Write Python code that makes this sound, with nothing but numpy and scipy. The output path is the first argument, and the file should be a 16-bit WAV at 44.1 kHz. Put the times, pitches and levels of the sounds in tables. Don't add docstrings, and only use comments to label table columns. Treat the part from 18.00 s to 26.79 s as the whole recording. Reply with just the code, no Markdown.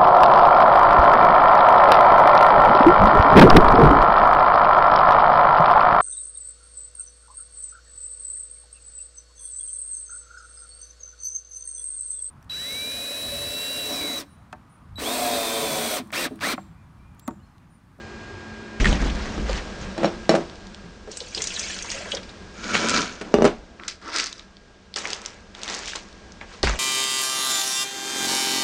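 import sys
import numpy as np
from scipy import signal
from scipy.io import wavfile
from scipy.ndimage import uniform_filter1d

SR = 44100
rng = np.random.default_rng(int(sys.argv[2]) if len(sys.argv) > 2 else 0)


def linear_from_db(decibels):
    return 10 ** (np.asarray(decibels, float) / 20)


def int16_out(signal):
    q = np.round(np.clip(np.atleast_2d(signal).T, -1, 1) * 32767)
    wavfile.write(sys.argv[1], SR, q.astype(np.int16))


N = 387638


def evened(x):
    return x / np.sqrt(np.mean(x ** 2) + 1e-20)


def level(rows):
    rows = np.array(rows)
    t = np.arange(N) / SR
    inside = (t >= rows[0, 0]) * (t <= rows[-1, 0])
    return linear_from_db(np.interp(t, rows[:, 0], rows[:, 1])) * inside


def colour(x, points):
    f, db = np.transpose(points)
    hz = abs(np.fft.fftfreq(8192, 1 / SR))
    gain_db = np.interp(np.log(hz + 1), np.log(f + 1), db)
    log_gain = np.log(linear_from_db(np.maximum(gain_db, -100)))
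    response = np.exp(np.conj(signal.hilbert(log_gain)))
    taps = np.fft.ifft(response).real[:4096]
    return evened(signal.oaconvolve(x, taps)[:len(x)])


def resonate(x, hz, width):
    turn = np.exp(2j * np.pi * hz * np.arange(len(x)) / SR)
    r = np.exp(-np.pi * width / SR)
    return 2 * (turn * signal.lfilter([1 - r], [1, -r], x / turn)).real


def add(mix, s, sound):
    part = mix[round(s * SR):][:len(sound)]
    part += sound[:len(part)]


def grit(per_s, spread_db, smooth, lumpy_db):
    slips = linear_from_db(spread_db * np.minimum(rng.exponential(1, N), 4)) * (rng.random(N) < per_s / SR)
    slips = signal.lfilter([1], [1, -.9], slips) * rng.standard_normal(N)
    slips = signal.lfilter([1, -.7], [1], slips)
    z = signal.stft(evened(slips) + smooth * rng.standard_normal(N), nperseg=256, noverlap=192)[2]
    patches = uniform_filter1d(rng.standard_normal(z.shape), size=8, axis=0)
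    patches = uniform_filter1d(patches, size=10, axis=1)
    z = z * linear_from_db(lumpy_db * evened(patches))
    return signal.istft(z, nperseg=256, noverlap=192)[1][:N]


SOFT_START_DB = -13


def strokes(rows, over=False, faster=1):
    t, power = np.arange(N) / SR, np.zeros(N)
    for start, rise, db, fall, *more in rows:
        u = t[round(start * SR):] - start
        swell_db = SOFT_START_DB * (1 - u / max(rise, .001))
        fade_db = -abs(fall) * faster * (u - rise)
        shape_db = np.where(u < rise, swell_db, fade_db)
        power[round(start * SR):] += linear_from_db(db + (more[0] if over else 0) + shape_db) ** 2
    return np.sqrt(power)


def scattered(gain, over_db, spread_db, low_hz, high_hz, count):
    when, size, pitch = rng.random((count, 3)).T
    active = np.flatnonzero(gain > linear_from_db(-55))
    at = active[(when * len(active)).astype(int)]
    size_db = 20 * np.log10(gain[at]) + over_db - spread_db * size
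    return list(zip(at / SR, size_db, low_hz * (high_hz / low_hz) ** pitch))


def bursts(events, t60, width_share, tone):
    out, t = np.zeros(N), np.arange(SR // 8) / SR
    fall = linear_from_db(-60 * t / t60)
    for (s, db, hz), noise in zip(events, rng.standard_normal((len(events), len(t)))):
        ring = np.sin(2 * np.pi * hz * t) * fall
        sound = resonate(noise * fall, hz, width_share * hz) + tone * ring
        add(out, s, linear_from_db(db) * sound / abs(sound).max())
    return out


SHOT_CUT_S = .8
# time_s, gain_db
ROOM_GAIN = [(0, -36), (.8, -36), (1.6, -35.5), (2.2, -38.5), (3.0, -45), (4.4, -41.5), (5.7, -49.5),
             (6.9, -50.5), (7.4, -48), (8.3, -45), (8.79, -45)]
# frequency_hz, relative_density_db
SECOND_SPECTRUM = [(12, -47), (20, 0.5), (75, -0.5), (157, -13), (194, 1), (273, -12), (346, -7.5),
                   (706, -14), (850, -16.5), (1640, -17), (1880, -21), (5540, -24.5), (11000, -39.5)]
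FIRST_SPECTRUM = [(24, -41), (40, 0.5), (219, -6.5), (1450, -14), (1630, -15), (6740, -28.5), (10500, -41),
                  (13600, -87)]
FIRST_AIR_DB = -5
# pitch_hz, width_hz, level_db, start_s, end_s
FUZZY_HUMS = [(92, 3.1, -12.5, 0, 1.07), (219.2, 2.2, -10.5, 0, 2.3), (345, 17, -12.5, 0, .8),
              (404, 5.2, -13.5, 0, .8), (183.7, 12, -16.5, 0.84, 9.8)]
# pitch_hz, relative_level_db
WHINE_PARTIALS = [(1620, -3.5), (2428, -16.5), (4290, -20.5), (5066, -20.5)]
WHINE_FIRST_DB, WHINE_SECOND_DB = -7.5, -11.5
# start_s, rise_s, peak_level_db, fall_db_per_s
RUSH_STROKE = [(.8, 0.043, -38.5, 6.5)]
RUSH_END_S = 2.1
# frequency_hz, relative_density_db
SCRAPE_SPECTRUM = [(47, -71), (120, -13.5), (234, -3), (287, -4.5), (615, -5.5), (1050, -14.5), (5570, -31),
                   (8590, -41), (11000, -67)]


def room_tone():
    t = np.arange(N) / SR
    first_shot = t < SHOT_CUT_S
    air = rng.standard_normal(N)
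    first_air = linear_from_db(FIRST_AIR_DB) * colour(air, FIRST_SPECTRUM)
    out = np.where(first_shot, first_air, colour(air, SECOND_SPECTRUM))
    for hz, width, db, t0, t1 in FUZZY_HUMS:
        fuzz = evened(resonate(rng.standard_normal(N), hz, width))
        hum = evened(np.sin(2 * np.pi * hz * t) + fuzz)
        out += linear_from_db(db) * hum * (t >= t0) * (t < t1)
    for hz, db in WHINE_PARTIALS:
        flutter = evened(resonate(rng.standard_normal(N), hz, 31.0))
        tone = np.sqrt(2) * np.sin(2 * np.pi * hz * t) + 0.15 * flutter
        out += linear_from_db(db + np.where(first_shot, WHINE_FIRST_DB, WHINE_SECOND_DB)) * tone
    rush = strokes(RUSH_STROKE) * (t < RUSH_END_S) * colour(rng.standard_normal(N), SCRAPE_SPECTRUM)
    return level(ROOM_GAIN) * out + rush


# start_s, rise_s, rumble_level_db, fall_db_per_s, rubbing_over_rumble_db
SHAKE_STROKES = [(.799, 0.0016, -12.5, 83, -13.5), (.84, 0.035, -17, 96, -9), (.9, 0.019, -15.5, 118, -34),
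                 (1.0, 0.022, -17, 92, -13), (1.14, 0.053, -31.5, 36, -4), (1.345, 0.052, -23, 138, -24),
                 (1.46, 0.041, -24, 121, -6), (1.5, 0.083, -39.5, 600, 7), (1.79, 0.028, -31, 137, -6.5),
                 (5.34, 0.05, -30, 84, -32), (8.63, 0.00084, -18.5, 113, -1)]
# frequency_hz, relative_density_db
RUMBLE_SPECTRUM = [(7.1, -53), (18, 2), (33, -2), (52, 4.5), (102, -29), (144, -9.5), (302, -18.5),
                   (367, -20.5), (600, -33.5), (780, -45), (1320, -120)]
CASING_SPECTRUM = [(290, -20.5), (500, -2.5), (1240, -3), (1950, -3.5), (2700, -7), (6470, -15),
                   (9300, -30), (11000, -54)]
# start_s, peak_db, centre_hz
TAPS = [(0.845, -7.5, 1880), (0.855, -8, 1830), (0.868, -13, 1790), (0.927, -19.5, 574),
        (.928, -14.5, 2900), (1.06, -16.5, 272), (1.379, -19.5, 290), (1.495, -17.5, 540), (8.636, -9, 410)]
TAP_T60_S = 0.02
MOUNT_HZ, MOUNT_WIDTH_HZ, MOUNT_DB = 56.2, 15.5, -5.5
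JOLT_S, JOLT_DB, JOLT_T60_S = 8.646, -14, 0.23
RUB_FALL_RATIO = 0.97


def handling():
    rumble = colour(rng.standard_normal(N), RUMBLE_SPECTRUM)
    wobble = evened(resonate(rng.standard_normal(N), MOUNT_HZ, MOUNT_WIDTH_HZ))
    rumble = evened(rumble + linear_from_db(MOUNT_DB) * wobble)
    rub = colour(grit(500, 4.5, 0.7, 3.0), CASING_SPECTRUM)
    shaking = strokes(SHAKE_STROKES) * rumble
    rubbing = strokes(SHAKE_STROKES, True, RUB_FALL_RATIO) * rub
    taps = bursts(TAPS, TAP_T60_S, 0.12, 0.045)
    jolt = bursts([(JOLT_S, JOLT_DB, MOUNT_HZ)], JOLT_T60_S, 0.33, 3)
    return shaking + rubbing + taps + jolt


ECHO_T60_S = .2


def walls(x):
    t = np.arange(SR // 3) / SR
    sparse = rng.standard_normal(len(t)) * (rng.random(len(t)) < .05)
    taps = sparse * linear_from_db(-60 * t / ECHO_T60_S) * (t > .003)
    return signal.oaconvolve(x, taps / np.linalg.norm(taps))[:N]


def rings(modes, chance):
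    t, out = np.arange(SR // 3) / SR, 0
    for (hz, db, t60), c in zip(modes, chance):
        out = out + linear_from_db(db + 3 * c - 60 * t / t60) * np.sin(2 * np.pi * hz * (1 + .008 * c) * t)
    return out / abs(out).max()


def blows(events, thud, ring):
    out, t = np.zeros(N), np.arange(SR // 3) / SR
    for (s, db, crack_db, ring_db), c in zip(events, rng.standard_normal((len(events), len(t)))):
        body = evened(resonate(c, 1200, 1000))
        crack = c * linear_from_db(-60 * t / 0.00043) + .5 * body * linear_from_db(-60 * t / 0.069)
        own_ring = linear_from_db(ring_db) * rings(ring, c[-len(ring):])
        add(out, s, linear_from_db(db) * (-rings(thud, c) + linear_from_db(crack_db) * crack + own_ring))
    return signal.sosfilt(signal.butter(5, 165, "high", fs=SR, output="sos"), out)


# start_s, thud_db, crack_db, ring_db
JAR_BLOWS = [(1.979, -14.5, -15, -10), (2.0325, -5, -23, -22), (2.0455, -1, -37, -19),
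             (2.0555, -15.5, -30, -1), (2.2932, 1.5, -15.5, -6), (2.342, -1.5, -32, -38),
             (2.351, -18.5, 4.5, -11)]
JUG_BLOWS = [(5.212, -22, -0.5, -37), (5.341, 3.5, -25, -15), (5.386, -3, -35, -44), (5.4085, -6, -37, -39),
             (5.4215, 2, -22, -20), (5.4435, 0, -15, -31), (5.4515, 2, -13.5, -20), (5.476, -12, -12, -11)]
# pitch_hz, relative_level_db, t60_s
JAR_THUD_MODES = [(166.3, -15, 0.34), (207, -2, 0.1), (342.7, -6.5, 0.25), (450, -12.5, 0.12),
                  (552, 4.5, 0.036), (638, -2, 0.099), (775, -11, 0.073), (1136, -12, 0.024),
                  (1800, -19.5, 0.035)]
JAR_RING_MODES = [(2400, -5, 0.016), (2900, -9, 0.045), (4000, 2, 0.03), (4400, -2.5, 0.031),
                  (5500, 3.5, 0.035), (6810, -6, 0.025)]
JUG_THUD_MODES = [(239, 7, 0.079), (250, -4, 0.15), (347, 1, 0.26), (417.5, 11.5, 0.14), (480, 21.5, 0.013),
                  (591, 7.5, 0.09), (796, -5, 0.21), (1145, -4, 0.086)]
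JUG_RING_MODES = [(1970, -3, 0.05), (2400, -4, 0.05), (2890, 0.5, 0.1), (2940, -0.5, 0.039),
                  (3680, -8.5, 0.22), (4850, -4, 0.044), (6020, 13, 0.0088)]
# start_s, rise_s, peak_level_db, fall_db_per_s
SETTLING_STROKES = [(1.96, 0.045, -29, 89), (2.02, 0.026, -19.5, 306), (2.293, 0.014, -16, 185),
                    (2.4, 0.032, -42, 105), (5.21, 0.0015, -36.5, 35), (5.34, 0.0064, -26, 109),
                    (5.45, 0.008, -17, 270)]


def knocks():
    scrape = colour(grit(710, 6, 2.0, 2.0), SCRAPE_SPECTRUM)
    jar = blows(JAR_BLOWS, JAR_THUD_MODES, JAR_RING_MODES)
    jug = blows(JUG_BLOWS, JUG_THUD_MODES, JUG_RING_MODES)
    return jar + jug + strokes(SETTLING_STROKES) * scrape


def bubbles(low_hz, high_hz, per_s, cycles, glide, count):
    out = np.zeros(N)
    for hz in np.geomspace(low_hz, high_hz, count) * rng.uniform(0.99, 1.04, count):
        t = np.arange(int(3 * cycles / hz * SR)) / SR
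        envelope = np.exp(-t * hz / cycles * 1.3) * (1 - np.exp(-t * hz / 2))
        chirp = np.sin(2 * np.pi * hz * t * (1 + glide * hz * t)) * envelope
        when = rng.random(N) < per_s / count / SR
        size = linear_from_db(4.5 * np.minimum(rng.exponential(1, N), 4))
        out += signal.oaconvolve(when * size, chirp)[:N]
    return evened(out)


BUBBLE_RISE_PER_S = 1.9


def splashes(events):
    out, t = np.zeros(N), np.arange(SR // 8) / SR
    bent = t * (1 + BUBBLE_RISE_PER_S * t / 2)
    for (s, db, hz), c in zip(events, rng.standard_normal((len(events), len(t)))):
        others = sum(np.sin(2 * np.pi * hz * np.exp(0.13 * np.tanh(k)) * bent) for k in c[-4:])
        cluster = np.sin(2 * np.pi * hz * bent) + 0.58 * others
        ring = cluster * linear_from_db(-60 * t / 0.063) * np.minimum(t / 0.00065, 1)
        spray = resonate(resonate(c * linear_from_db(-60 * t / 0.028), hz, 0.6 * hz), hz, 0.6 * hz)
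        sound = ring + 5 * spray
        add(out, s, linear_from_db(db) * sound / abs(sound).max())
    return out


# start_s, note_level_db, start_pitch_hz
LARGE_BUBBLES = [(3.403, -31.5, 2080), (3.572, -34, 1720), (3.637, -31, 2160), (3.698, -29.5, 1734),
                 (3.845, -34, 890), (3.915, -31, 1850)]
PLOP_T60_S, PLOP_RISE_PER_S = 0.081, 2.5


def plops():
    out, t = np.zeros(N), np.arange(SR // 8) / SR
    for s, db, hz in LARGE_BUBBLES:
        froth = evened(resonate(rng.standard_normal(len(t)), hz, hz / 2))
        note = np.sin(2 * np.pi * hz * t * (1 + PLOP_RISE_PER_S * t / 2)) + froth
        add(out, s, linear_from_db(db - 60 * t / PLOP_T60_S) * np.minimum(t / 0.0012, 1) * note)
    return out


# time_s, level_db
FLOW = [(3.09, -70), (3.116, -44), (3.32, -45), (3.36, -36.5), (3.72, -34), (3.88, -43), (3.905, -33),
        (4.058, -43.5), (4.13, -37), (4.21, -59), (4.32, -54)]
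# frequency_hz, relative_density_db
FIZZ_SPECTRUM = [(1180, 1.5), (2000, -21), (2900, -11), (4110, -8), (5750, -2.5), (6970, -2), (9200, -10.5),
                 (11000, -25)]
# start_s, peak_db, start_pitch_hz
LARGE_SPLASHES = [(3.115, -24.5, 5660), (3.171, -18, 7500), (3.2035, -20, 4010), (3.3475, -15, 4850),
                  (3.3762, -19, 3680), (3.4195, -12, 6470), (3.44, -13.5, 6700), (3.4716, -14.5, 5970),
                  (3.5043, -21, 2910), (3.54, -25, 6200), (3.563, -20, 3600), (3.594, -14, 5960),
                  (3.631, -22, 4800), (3.7887, -21, 4570), (3.8242, -20, 6240), (3.902, -16, 4820),
                  (3.916, -15, 6450), (4.118, -14, 3240), (4.1487, -17.5, 5270), (4.1697, -23, 3220),
                  (4.2311, -33, 4400), (4.292, -33, 3680)]
# start_s, peak_db, pitch_hz
AIR_KNOCKS = [(2.844, -32, 174), (3.074, -29.5, 484), (3.21, -31, 499), (3.372, -28, 457),
              (3.944, -29.5, 552), (4.004, -30, 640), (4.056, -30, 564), (4.133, -22.5, 516)]
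GLUG_T60_S = 0.22
GURGLE_DB, GURGLE_DB_PER_S = -14.5, 14.5
GURGLE_SMOOTH_S = 0.14
DROP_DB, DROP_LOW_HZ, DROP_HIGH_HZ = 13, 2180, 7570


def water():
    spray = evened(grit(400, 4.0, 1.7, 3.5))
    fine = bubbles(2293, 9330, 5000, 26.0, 0.00048, count=36)
    fizz = colour(fine + 0.42 * spray, FIZZ_SPECTRUM)
    coarse = bubbles(898, 3200, 3300, 9.3, 0.0013, count=16)
    wash = evened(resonate(resonate(spray, 2550, 1300), 1380, 730))
    gurgle = evened(coarse + 4.9 * wash)
    hollow = linear_from_db(-16.5) * evened(resonate(resonate(spray, 550, 250), 560, 270))
    flow = level(FLOW)
    pouring_s = np.clip(np.arange(N) / SR - FLOW[0][0], 0, 2)
    smooth_flow = uniform_filter1d(flow, size=int(GURGLE_SMOOTH_S * SR))
    churn = linear_from_db(GURGLE_DB + GURGLE_DB_PER_S * pouring_s) * smooth_flow
    drops = scattered(flow, DROP_DB, 35.0, DROP_LOW_HZ, DROP_HIGH_HZ, count=70)
    single = splashes(LARGE_SPLASHES + drops) + plops()
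    glugs = bursts(AIR_KNOCKS, GLUG_T60_S, 0.14, 0.059)
    return flow * fizz + churn * (gurgle + hollow) + single + glugs


# start_s, rise_s, peak_level_db, fall_db_per_s
DRAG_STROKES = [(4.54, 0.14, -33.5, 33), (4.625, 0.01, -35, 35), (4.68, 0.013, -29, 48.5),
                (4.73, 0.013, -19.5, 111), (4.79, 0.05, -24.5, 67), (4.882, 0.01, -21.5, 140.5),
                (4.937, 0.0034, -18.5, 141), (4.955, 0.028, -25.5, 137)]
# frequency_hz, relative_density_db
FOIL_SPECTRUM = [(60, -54), (160, -6), (224, -13.5), (287, 3.5), (671, -0.5), (787, -5), (1360, -14),
                 (2620, -12), (6820, -6), (9220, -56), (11000, -58)]
# pitch_hz, width_hz, relative_level_db
PAN_RESONANCES = [(223, 65, -2), (1000, 13, -16), (1374, 290, 1), (2240, 150, -8.5)]


def pan():
    drive = grit(700, 5.0, 0.5, 2.0)
    rasp = evened(drive) + 2 * rng.standard_normal(N)
    body = evened(sum(linear_from_db(db) * evened(resonate(rasp, hz, width)) for hz, width, db in PAN_RESONANCES))
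    return strokes(DRAG_STROKES) * evened(colour(drive, FOIL_SPECTRUM) + 1.38 * body)


# start_s, rise_s, film_level_db, fall_db_per_s, body_over_film_db
POUCH_STROKES = [(5.794, 0.0035, -66, 121, 21.5), (5.811, 0.041, -47, 197, 1),
                 (5.878, 0.0017, -29, 337, -21), (6.015, 0.072, -40.5, 107.5, 5.5),
                 (6.118, 0.041, -28, 162, -3), (6.155, 0.036, -24, 171.5, -16),
                 (6.349, 0.049, -49.5, 219, -3), (6.958, 0.0024, -29.5, 167, -2.5),
                 (7.032, 0.012, -40.5, 69.5, 6.5), (7.079, 0.03, -35, 186.5, -21),
                 (7.206, 0.046, -46.5, 103.5, 1.5), (7.544, 0.17, -40, 53, 3.5), (7.62, 0.11, -36, 66, -16),
                 (7.68, 0.007, -42.5, 126, 7.5), (7.829, 0.068, -32, 237.5, -24),
                 (7.952, 0.0018, -34, 404, 1.5), (8.407, 0.0065, -51, 387, 14.5),
                 (8.458, 0.084, -48, 164.5, 2.5)]
GRIPPED_S = 6.7
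# frequency_hz, relative_density_db
LIFT_SPECTRUM = [(88, -49), (150, -32), (271, 2), (800, -6), (1340, 4.5), (1900, -7), (2960, -20.5),
                 (5080, -14), (9030, -34.5), (11000, -33)]
TEAR_SPECTRUM = [(60, -47), (150, -10), (457, 1), (716, -2.5), (798, -0.5), (6530, -5), (8710, -17.5),
                 (11000, -26.5)]


def pouch():
    drive, out = grit(1000, 5.0, .6, 1.5), 0
    lifted = [row for row in POUCH_STROKES if row[0] < GRIPPED_S]
    torn = POUCH_STROKES[len(lifted):]
    for rows, spectrum in ((lifted, LIFT_SPECTRUM), (torn, TEAR_SPECTRUM)):
        crackle = colour(drive, spectrum)
        steady = colour(evened(drive) + 2 * rng.standard_normal(N), spectrum)
        body = signal.sosfilt(signal.butter(4, 2500, fs=SR, output="sos"), steady)
        film = signal.sosfilt(signal.butter(4, 2500, "high", fs=SR, output="sos"), crackle)
        out += strokes(rows) * evened(film) + strokes(rows, True) * evened(body)
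    return out


# start_s, peak_db, centre_hz
CLEAR_SNAPS = [(2.2547, -30, 2840), (2.4974, -31, 3800), (2.5563, -31, 4050), (2.6698, -30, 4200),
               (2.7463, -24.5, 4270), (4.7455, -11.5, 2380), (4.7528, -4.5, 1900), (4.8866, -6, 6000),
               (4.8956, -5, 5260), (4.9047, -8, 5200), (4.9395, -17, 5500), (4.963, -22, 5000),
               (4.9755, -10.5, 4500), (5.008, -17, 5500), (5.02, -19, 5500), (5.058, -23.5, 5500),
               (5.7985, -25.5, 1800), (5.8356, -23.5, 1940), (5.8817, -9.5, 6000), (6.163, -13, 5000),
               (6.172, -12.5, 4800), (6.185, -9, 5200), (6.199, -12, 5300), (6.208, -15, 5000),
               (6.2415, -13, 5500), (6.26, -14, 5000), (6.268, -15, 5000), (6.272, -30, 4800),
               (6.328, -20.5, 4500), (6.381, -34, 4500), (6.3953, -24.5, 3500), (6.5687, -33, 3800),
               (6.9407, -18, 4460), (6.9611, -10, 4840), (6.973, -26, 5800), (6.99, -23, 6500),
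               (7.018, -29, 5000), (7.0544, -12.5, 1880), (7.073, -17, 5200), (7.1039, -15, 5200),
               (7.132, -9, 4000), (7.217, -24, 5000), (7.252, -23, 4000), (7.2606, -13, 5000),
               (7.55, -26, 3500), (7.593, -35, 5500), (7.6174, -25, 4500), (7.6332, -12.5, 5230),
               (7.679, -18, 4200), (7.6884, -21, 4100), (7.699, -18, 4500), (7.7477, -12.5, 7000),
               (7.791, -18, 5320), (7.934, -20, 2100), (7.9582, -15, 4200), (8.128, -32, 4500),
               (8.321, -29.5, 4760), (8.4124, -25, 1940), (8.6305, -6.5, 4600)]
SNAP_WIDTH, SNAP_T60_S = .7, .006
CRINKLE_DB, CRINKLE_LOW_HZ, CRINKLE_HIGH_HZ = 11.5, 1500, 7000


def snaps():
    out, t = np.zeros(N), np.arange(SR // 12) / SR
    effort = np.hypot(linear_from_db(-6.0) * strokes(DRAG_STROKES), strokes(POUCH_STROKES))
    crinkles = scattered(effort, CRINKLE_DB, 13, CRINKLE_LOW_HZ, CRINKLE_HIGH_HZ, count=320)
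    events = CLEAR_SNAPS + crinkles
    for (s, db, hz), c in zip(events, rng.standard_normal((len(events), len(t)))):
        rattle = 0.21 * linear_from_db(-60 * t / 0.021)
        flip = 3.8 * (t == 0) + c * (linear_from_db(-60 * t / SNAP_T60_S) + rattle)
        sound = resonate(resonate(flip, hz, SNAP_WIDTH * hz), hz, SNAP_WIDTH * hz)
        add(out, s, linear_from_db(db) * sound / abs(sound).max())
    return out


def scene():
    near = knocks() + water() + pan() + pouch() + snaps()
    return (near + linear_from_db(-12.0) * walls(near) + handling() + room_tone())[None]


def roll_off(x):
    return signal.sosfilt(signal.butter(12, 17000, fs=SR, output="sos"), x)


EDGE_HZ = 11050


def record(dry):
    dull = signal.sosfilt(signal.butter(3, 8200, fs=SR, output="sos"), dry)
    dull = signal.sosfilt(signal.cheby2(10, 55, EDGE_HZ, fs=SR, output="sos"), dull)
    mix = np.clip(dull, -1, 1)
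    return roll_off(mix)


dry = scene()
out = record(dry)
int16_out(out)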